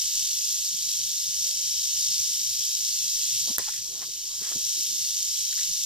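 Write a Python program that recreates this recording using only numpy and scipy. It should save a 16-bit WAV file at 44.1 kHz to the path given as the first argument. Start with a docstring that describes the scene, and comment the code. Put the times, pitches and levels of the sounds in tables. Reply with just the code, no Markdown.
"""A rattlesnake buzzes its tail on the leaf litter of a wood, a few steps from a pair of microphone ports.
The tail shakes about fifty times a second and its hollow segments knock together four times a shake.
A stick lands with one sharp tap (noise burst, wooden modes); the buzz sinks around it, stays low, swells back.
Filtered noise makes the scuffs, faint narrow puffs and twigs; sparse cracks make the dry leaves.
Faint patchy low-mid noise is heard while the buzz is low; low, patchy noise is the woodland air."""
import sys
import numpy as np
from scipy import signal
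from scipy.fft import rfft, irfft
from scipy.io import wavfile
from scipy.ndimage import uniform_filter1d, minimum_filter1d, map_coordinates

SR = 44100
rng = np.random.default_rng(int(sys.argv[2]) if len(sys.argv) > 2 else 0)


def bounce(signal):
    """Save signal as a 16-bit WAV file at the path given by the first command-line argument."""
    frames = np.transpose(np.atleast_2d(signal))
    limited = np.clip(frames, -1, 1)
    pcm = np.round(limited * 32767).astype(np.int16)
    wavfile.write(sys.argv[1], SR, pcm)


N = 257984
TIME = np.arange(N) / SR
HZ = np.fft.rfftfreq(N, 1 / SR)

# how fast the tail shakes: t/s, shake rate/Hz
TAIL_SHAKES = [(0.0, 51.8), (0.6, 50.2), (1.14, 48.1), (1.59, 48.4), (2.05, 52.8), (2.6, 50.0),
               (3.38, 54.0), (3.73, 51.0), (4.7, 50.4), (5.7, 49.2)]


def amp(db):
    """Decibels to gain."""
    return 10 ** (np.asarray(db) / 20)


def unit(x):
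    """Scales to rms 1."""
    return x / np.sqrt(np.mean(x ** 2) + 1e-20)


def curve(rows):
    """A control curve at every sample."""
    return np.interp(TIME, *np.transpose(rows))


def across(rows, hz=HZ):
    """A table read along log frequency."""
    f, value = np.transpose(rows)
    return np.interp(np.log(hz + 1), np.log(f), value)


def colour(x, rows):
    """Minimum-phase filter with the given spectrum: clicks ring after they strike."""
    log_gain = np.log(amp(across(rows, abs(np.fft.fftfreq(N, 1 / SR)))))
    response = np.exp(np.conj(signal.hilbert(log_gain)))[:len(HZ)]
    return irfft(rfft(x) * response, N)


def pair(likeness):
    """Two channels of partly alike white noise."""
    common = rng.standard_normal(N)
    shared = np.clip(likeness, 0, 1)
    return np.sqrt(shared) * common + np.sqrt(1 - shared) * rng.standard_normal((2, N))


def pan(left_db):
    """Channel gains for a left-right level difference."""
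    return amp([[left_db / 2], [-left_db / 2]])


def clicks(times, sizes):
    """Impulses at the given times."""
    return np.bincount(np.clip(times * SR, 0, N).astype(int), sizes, N + 1)[:N]


def scatter(x, t60, size=4096):
    """A diffuse patter of reflections, different at each port, with an even spectrum on average."""
    patter = rng.standard_normal((2, size)) * amp(-60 * np.arange(size) / SR / t60)
    patter /= np.linalg.norm(patter, axis=1, keepdims=True)
    return signal.oaconvolve(x[None], patter, axes=1)[:, :N]


def wander(rate_hz):
    """Slow random drift of rms 1."""
    return unit(irfft(rfft(rng.standard_normal(N)) / (1 + (HZ / rate_hz) ** 4), N))


def crumbs(per_s, size_db):
    """Sparse tiny cracks of uneven size and either sign; rms 1."""
    sizes = amp(size_db * np.minimum(rng.exponential(1, N), 3)) * rng.choice([-1, 1], N)
    return unit((rng.random(N) < per_s / SR) * sizes)


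def swell(start, attack, hold, release):
    """An envelope from 0 up to 1 and back."""
    rise = (TIME - start) / attack
    fall = 1 + (start + attack + hold - TIME) / release
    return np.clip(np.minimum(rise, fall), 0, 1)


def segment_hits(count=24, spread_s=.00034, jitter_s=.0002, knock_db=.9, hit_db=.8,
                 loose_per_s=11000, loose_db=.6, swing=.07):
    """Each knock spreads over the segments; loose ones also chatter, hardest as the tail whips round."""
    # knocks within one shake: place in the cycle/0-1, strength/dB
    knocks = [(.02, 1.0), (.25, -1.8), (.51, -3.8), (.77, -2.2)]
    turns = np.cumsum(curve(TAIL_SHAKES)) / SR
    place, strength_db = np.transpose(knocks)
    cycles = np.arange(int(turns[-1]) + 1)[:, None]
    # knocks past the end are sent beyond the last sample and dropped
    when = np.interp((cycles + place).ravel(), turns, TIME, right=TIME[-1] + 1)[:, None]

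    late, hard = rng.standard_normal(size=(2, len(when), 1))
    lag, force, sign = rng.standard_normal(size=(3, len(when), count))
    times = when + jitter_s * late + spread_s * lag
    sizes_db = np.tile(strength_db, len(cycles))[:, None] + knock_db * hard + hit_db * force
    knocking = clicks(times.ravel(), (np.sign(sign) * amp(sizes_db)).ravel())

    chatter = (rng.random(N) < loose_per_s / SR) * rng.choice([-1, 1], N)
    return knocking + amp(loose_db) * chatter * (1 + swing * np.cos(2 * np.pi * turns))


def contacts(hits, t60, count=24, size=512):
    """Each hit lands on one of many contact points, and each point has its own short ring."""
    point = rng.integers(0, count, N)
    return sum(scatter(hits * (point == k), t60, size=size) for k in range(count))


def even(x, size=3000):
    """Levels the broad spectrum and keeps the fine ripple; rms 1."""
    spectrum = rfft(x)
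    broad_power = uniform_filter1d(abs(spectrum) ** 2, size=size)
    return unit(irfft(spectrum / np.sqrt(broad_power + 1e-20), N))


def drift(x, count=16, drift_db=.75):
    """The waving tail turns the rattle, so the bands of its ring swell and fade separately."""
    centres = np.geomspace(3000, 14000, count)
    spectrum = rfft(x)
    bands = (irfft(spectrum * np.interp(HZ, centres, weights), N) for weights in np.eye(count))
    return sum(band * amp(drift_db * wander(rate_hz=7.7)) for band in bands)


def echoes(ports):
    """Bounces off the ground and nearby wood comb the spectrum, a little differently at each port."""
    # bounces: left delay/s, right delay/s, level re the unreflected sound/dB
    bounces = [(.001842, .002273, -18), (.003129, .003294, -15), (.00445, .004393, -21),
               (.0069, .0069, -24), (.0107, .0106, -24)]
    paths = sum(amp(db) * np.exp(-2j * np.pi * HZ * np.array([[left], [right]]))
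                for left, right, db in bounces)
    return ports * (1 + paths)


def sway(x, delay_s=.0013, sway_s=.00007, bounce_db=-16):
    """The tail and the hand-held microphones sway, so the ground bounce's comb slides over the buzz."""
    late = (TIME - delay_s - sway_s * wander(rate_hz=1.45)) * SR
    return x + amp(bounce_db) * np.array([map_coordinates(port, [late], order=3) for port in x])


def loudness(waver_db=0.34):
    """Level of the buzz in dB: it follows the shake rate, surges now and then and has one lull."""
    # brief surges of effort: t/s, extra level/dB
    surge_peaks = [(.18, 1.3), (1.47, 1.5), (1.91, 0), (3.27, 0.1), (3.76, 1.5), (5.61, 1.3)]
    buzz_db, usual_shakes_per_s, db_per_extra_shake = -30.5, 49.04, 0.38
    surge_s = 0.028  # bell half-width (one sigma)
    effort = db_per_extra_shake * (curve(TAIL_SHAKES) - usual_shakes_per_s)
    surges = sum(db * np.exp(-.5 * ((TIME - s) / surge_s) ** 2) for s, db in surge_peaks)
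    # the buzz sinks around the tap, stays low, then swells back; times in seconds
    lull = -6 * swell(start=3.476, attack=0.36, hold=0.47, release=0.36)
    return buzz_db + effort + surges + lull + waver_db * wander(rate_hz=7.6)


def rattle(contact_t60=0.0016, litter_t60=0.04, wood_t60=0.029, wood_db=-9, own_ring=0.28,
           ring_hz=5400, ring_width_hz=450):
    """Segment hits ring the shell and reach the ports directly and by way of the leaves and trunks."""
    # ring of the hollow horny segments: f/Hz, relative level/dB
    shell_colour = [(600, -58.5), (1250, -63.5), (1650, -31.5), (2300, -24.5), (3200, -9.5), (4800, -4.5),
                    (5400, 1), (5750, 2), (7200, -2.5), (8400, -14), (10600, -19), (12000, -16.5),
                    (13300, -9.5), (14500, -15)]
    # left-right balance of the buzz: f/Hz, level difference/dB
    port_balance = [(2000, 7.6), (3000, 0.3), (4300, 1.1), (5300, 7.9), (6000, 3.4), (6800, -6.2),
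                    (8400, -7.2), (10300, -12.3), (12000, -4.3), (14000, -3.0)]
    # phase of the direct buzz: f/Hz, left lead/rad
    port_phase = [(2900, -0.13), (3600, -0.73), (5000, -0.68), (6100, -2.41), (8000, -1.81), (10000, -1.84),
                  (11000, -1.34), (13000, -1.67), (14400, -2.85)]
    # share of the direct buzz's power, alike at both ports: f/Hz, likeness/0-1
    port_likeness = [(2000, .5), (2900, .85), (4500, .84), (6000, .9), (7300, .85), (8400, .56),
                     (10400, .37), (12000, .47), (13200, .66), (14400, .52)]
    # gain of the main shell resonance: t/s, level/dB
    ring_level = [(0, -1.5), (.7, -2.5), (1.9, 0.35), (3.5, -2), (5.85, -1)]

    hits = unit(segment_hits())
    share = np.clip(own_ring, 0, 1)
    struck = np.sqrt(1 - share) * hits + np.sqrt(share) * unit(contacts(hits, contact_t60)[0])
    diffuse = unit(unit(contacts(hits, litter_t60)) + amp(wood_db) * scatter(hits, wood_t60))

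    likeness = np.clip(across(port_likeness), 0, 1)
    side = np.array([[.5], [-.5]])
    direct = rfft(drift(even(struck))) * np.exp(1j * side * across(port_phase))
    ports = np.sqrt(likeness) * direct + np.sqrt(1 - likeness) * rfft(diffuse)
    ports = ports * amp(side * across(port_balance))
    buzz = colour(sway(irfft(echoes(ports), N)), shell_colour)

    # the main shell resonance stands out more or less with the pose of the tail
    ring_band = np.exp(-.5 * ((HZ - ring_hz) / ring_width_hz) ** 2)
    ring = irfft(rfft(buzz) * ring_band, N)
    buzz = buzz + ring * (amp(curve(ring_level)) - 1)
    return buzz / buzz.mean(0).std() * amp(loudness())


def air(air_db=-56, patchy_db=6.0, count=8):
    """Still woodland air: a low rumble whose bands swell and fade on their own."""
    # spectrum of the rumble: f/Hz, relative level/dB
    air_colour = [(15, 12), (45, -12), (90, 7.5), (160, 5.5), (250, -10), (400, -44.5), (1500, -59),
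                  (4000, -12)]
    noise = rfft(colour(pair(likeness=0.42), air_colour))
    centres = np.geomspace(40, 700, count)
    bands = (np.interp(HZ, centres, weights) for weights in np.eye(count))
    rumble = sum(irfft(noise * band, N) * amp(patchy_db * wander(rate_hz=8.4)) for band in bands)
    return amp(air_db) * unit(rumble) * pan(left_db=2.5)


def scuffs_and_narrow_puffs():
    """Bell-shaped bursts of gritty noise: wide bands make dull scuffs, narrow ones faint puffs of noise."""
    # bursts: peak t/s, level/dB, centre f/Hz, band sigma/octaves, length sigma/s # the narrowest, faintest
    # rows, at 1.493, 1.612, 4.27, 4.789 and 4.93 s, are the faint narrow puffs, the others the scuffs
    noise_bursts = [(3.482, -48.5, 378, 0.76, 0.0077), (3.508, -42, 211, 0.66, 0.0082),
                    (3.502, -54.5, 800, 0.52, 0.022), (3.598, -44, 520, 0.55, 0.0023),
                    (3.601, -47.5, 450, 1.7, 0.017), (3.684, -52, 1140, 0.61, 0.016),
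                    (3.857, -64, 400, 0.95, 0.028), (3.922, -58.5, 380, 0.62, 0.019),
                    (3.977, -58, 550, 1.3, 0.032), (4.03, -46, 850, 1.6, 0.012),
                    (4.084, -61, 400, 0.42, 0.021), (4.17, -67, 370, 0.48, 0.023),
                    (4.27, -63.5, 313, 0.27, 0.016), (4.345, -62.5, 700, 1.5, 0.024),
                    (4.421, -48.5, 300, 0.38, 0.005), (4.463, -47.5, 1350, 1.6, 0.038),
                    (4.527, -45.5, 600, 2.1, 0.0096), (4.564, -44.5, 220, 0.84, 0.0095),
                    (4.789, -57, 327, 0.3, 0.017), (4.93, -61.5, 344, 0.24, .041),
                    (1.493, -60, 620, 0.14, 0.039), (1.612, -66, 510, 0.13, 0.044)]
    grit = pair(likeness=0.19) + crumbs(per_s=900, size_db=2.5)
    out = np.zeros((2, N))
    for s, db, centre_hz, octaves, length in noise_bursts:
        near = abs(TIME - s) < 4 * length
        shape = np.exp(-.5 * ((TIME[near] - s) / length) ** 2)
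        hz = np.fft.rfftfreq(len(shape), 1 / SR)
        band = np.exp(-.5 * (np.log2((hz + 1) / centre_hz) / octaves) ** 2)
        burst = unit(irfft(rfft(grit[:, near]) * band, len(shape)))
        out[:, near] += amp(db) * burst * shape
    return out * pan(left_db=3)


def modes(rows):
    """The ring of a struck piece of wood: decaying sines."""
    t = TIME[:SR // 4]
    return sum(amp(db - 60 * t / t60) * np.sin(2 * np.pi * hz * t) for hz, db, t60 in rows)


def stick(ring_db=-39, snap_db=3.5, snap_s=.00039):
    """A burst of splintering and a short wooden knock at each landing."""
    # the stick lands and settles: t/s, relative level/dB
    landings = [(3.5827, 0), (3.5886, -34), (3.5936, -27)]
    # its snap: f/Hz, relative level/dB
    snap_colour = [(200, -15), (600, -10), (1200, -7), (1900, -7), (2500, -18), (3500, -10), (5500, -15),
                   (7500, -1), (9500, -7), (11700, -1), (14500, -4), (16000, -25)]
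    # its wooden ring: f/Hz, relative level/dB, t60/s
    wood_modes = [(404, -14, 0.069), (540, -5, 0.14), (930, -3, 0.1), (1030, -8.5, 0.26), (620, 8, 0.015),
                  (1140, -3, 0.0087)]
    s, level_db = np.transpose(landings)
    blows = clicks(s, amp(level_db))
    t = TIME[:SR // 4]
    burst = signal.oaconvolve(blows, t / snap_s * np.exp(1 - t / snap_s))[:N]  # peaks at snap_s
    snap = colour(pair(likeness=0.3) * burst, snap_colour)
    knock = signal.oaconvolve(blows, modes(wood_modes))[:N]
    return amp(snap_db) * snap * pan(left_db=-2) + amp(ring_db) * knock * pan(left_db=5)


def leaves(crack_t60=0.0074):
    """Dry leaves crackle in short clumps: sparse cracks, smeared and coloured."""
    # leaves stirring: peak t/s, level/dB, length sigma/s
    rustles = [(3.591, -31, .005), (3.62, -40, .025), (3.685, -42, .012), (3.75, -42, .04),
               (4.435, -42, .015), (4.495, -42, .03), (5.528, -40, .004), (5.579, -33, .002),
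               (5.593, -31, .0015), (5.615, -41, .015)]
    # colour of their crackle: f/Hz, relative level/dB
    leaf_colour = [(600, -62), (1100, -17), (1800, -4), (3500, -9), (7000, 4.5), (10000, -1.5),
                   (14500, -23)]
    stir = sum(amp(db) * np.exp(-.5 * ((TIME - s) / length) ** 2) for s, db, length in rustles)
    cracks = scatter(crumbs(per_s=490, size_db=-3.5), crack_t60)
    return unit(colour(cracks, leaf_colour)) * stir


def patchy_gain(fade_s=.03):
    """Gain of the patchy noise: each spell fades in and out."""
    # spells of faint noise while the buzz is low: start t/s, length/s, level/dB
    spells = [(3.593, 0.18, -67), (3.804, 0.35, -64), (4.114, 0.23, -65), (4.318, .1, -63),
              (4.418, 0.21, -61)]
    return sum(amp(db) * swell(s, fade_s, length - 2 * fade_s, fade_s) for s, length, db in spells)


def patchy_noise(count=9, crumb_db=6, patchy_db=5):
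    """Faint low-mid noise and tiny cracks, heard while the buzz is low; each band swells on its own."""
    # colour of the patchy noise: f/Hz, relative level/dB
    patchy_colour = [(80, -35), (220, -10), (340, 13), (600, -13), (1100, 4), (1500, -20.5), (2000, -15),
                     (4000, -17.5)]
    centres = np.geomspace(220, 3000, count)
    hiss = rfft(pair(likeness=0.23))
    tone = amp(across(patchy_colour))
    out = 0
    for weights in np.eye(count):
        grainy = hiss + amp(crumb_db) * rfft(crumbs(per_s=77, size_db=2))
        band = irfft(grainy * tone * np.interp(HZ, centres, weights), N)
        out = out + band * amp(patchy_db * wander(rate_hz=9.2))
    return unit(out) * patchy_gain() * pan(left_db=3)


def twigs(left_db=6, crack_s=.0024):
    """Small dry twigs give way in a soft burst of splinters, each at its own pitch."""
    # twigs click in the litter: t/s, level/dB, pitch ratio
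    twig_clicks = [(3.6795, -46, 0.96), (4.027, -57, 0.87), (5.525, -53.5, 1.75), (5.576, -56, 1.56),
                   (5.6075, -54, 1.6)]
    # colour of a cracking twig at pitch ratio 1: f/Hz, relative level/dB
    twig_colour = [(560, -54), (860, 1), (1150, -3), (1500, -2), (2100, -17), (3100, -2), (4500, -4),
                   (9000, -28)]
    out = np.zeros(N)
    t = TIME[:2048]
    hz = np.fft.rfftfreq(len(t), 1 / SR)
    shape = (t / crack_s) ** 2.3 * np.exp(-t / crack_s)
    for s, db, pitch in twig_clicks:
        noise = rfft(rng.standard_normal(len(t)))
        fibres = irfft(noise * amp(across(twig_colour, hz / pitch)))
        part = out[round(s * SR):][:len(t)]  # a view: adding to it adds to out
        part += amp(db) * unit(fibres * shape)[:len(part)]
    return out * pan(left_db)


def scene():
    """The snake, the air, the scuffs and puffs, the stick, the leaves, the patchy noise and the twigs."""
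    return rattle() + air() + scuffs_and_narrow_puffs() + stick() + leaves() + patchy_noise() + twigs()


def record(dry, ceiling_db=-5, edge_hz=14650):
    """A look-ahead limiter turns down just before a sharp peak; then a steep low-pass."""
    allowed = np.minimum(1, amp(ceiling_db) / (abs(dry).max(0) + 1e-9))
    held = minimum_filter1d(allowed, size=720, origin=-320)  # looks about 15 ms ahead
    limited = dry * uniform_filter1d(held, size=60)
    low_pass = signal.firwin(601, edge_hz, window=("kaiser", 8), fs=SR)
    return signal.oaconvolve(limited, low_pass[None], "same", axes=1)


dry = scene()
out = record(dry)
bounce(out)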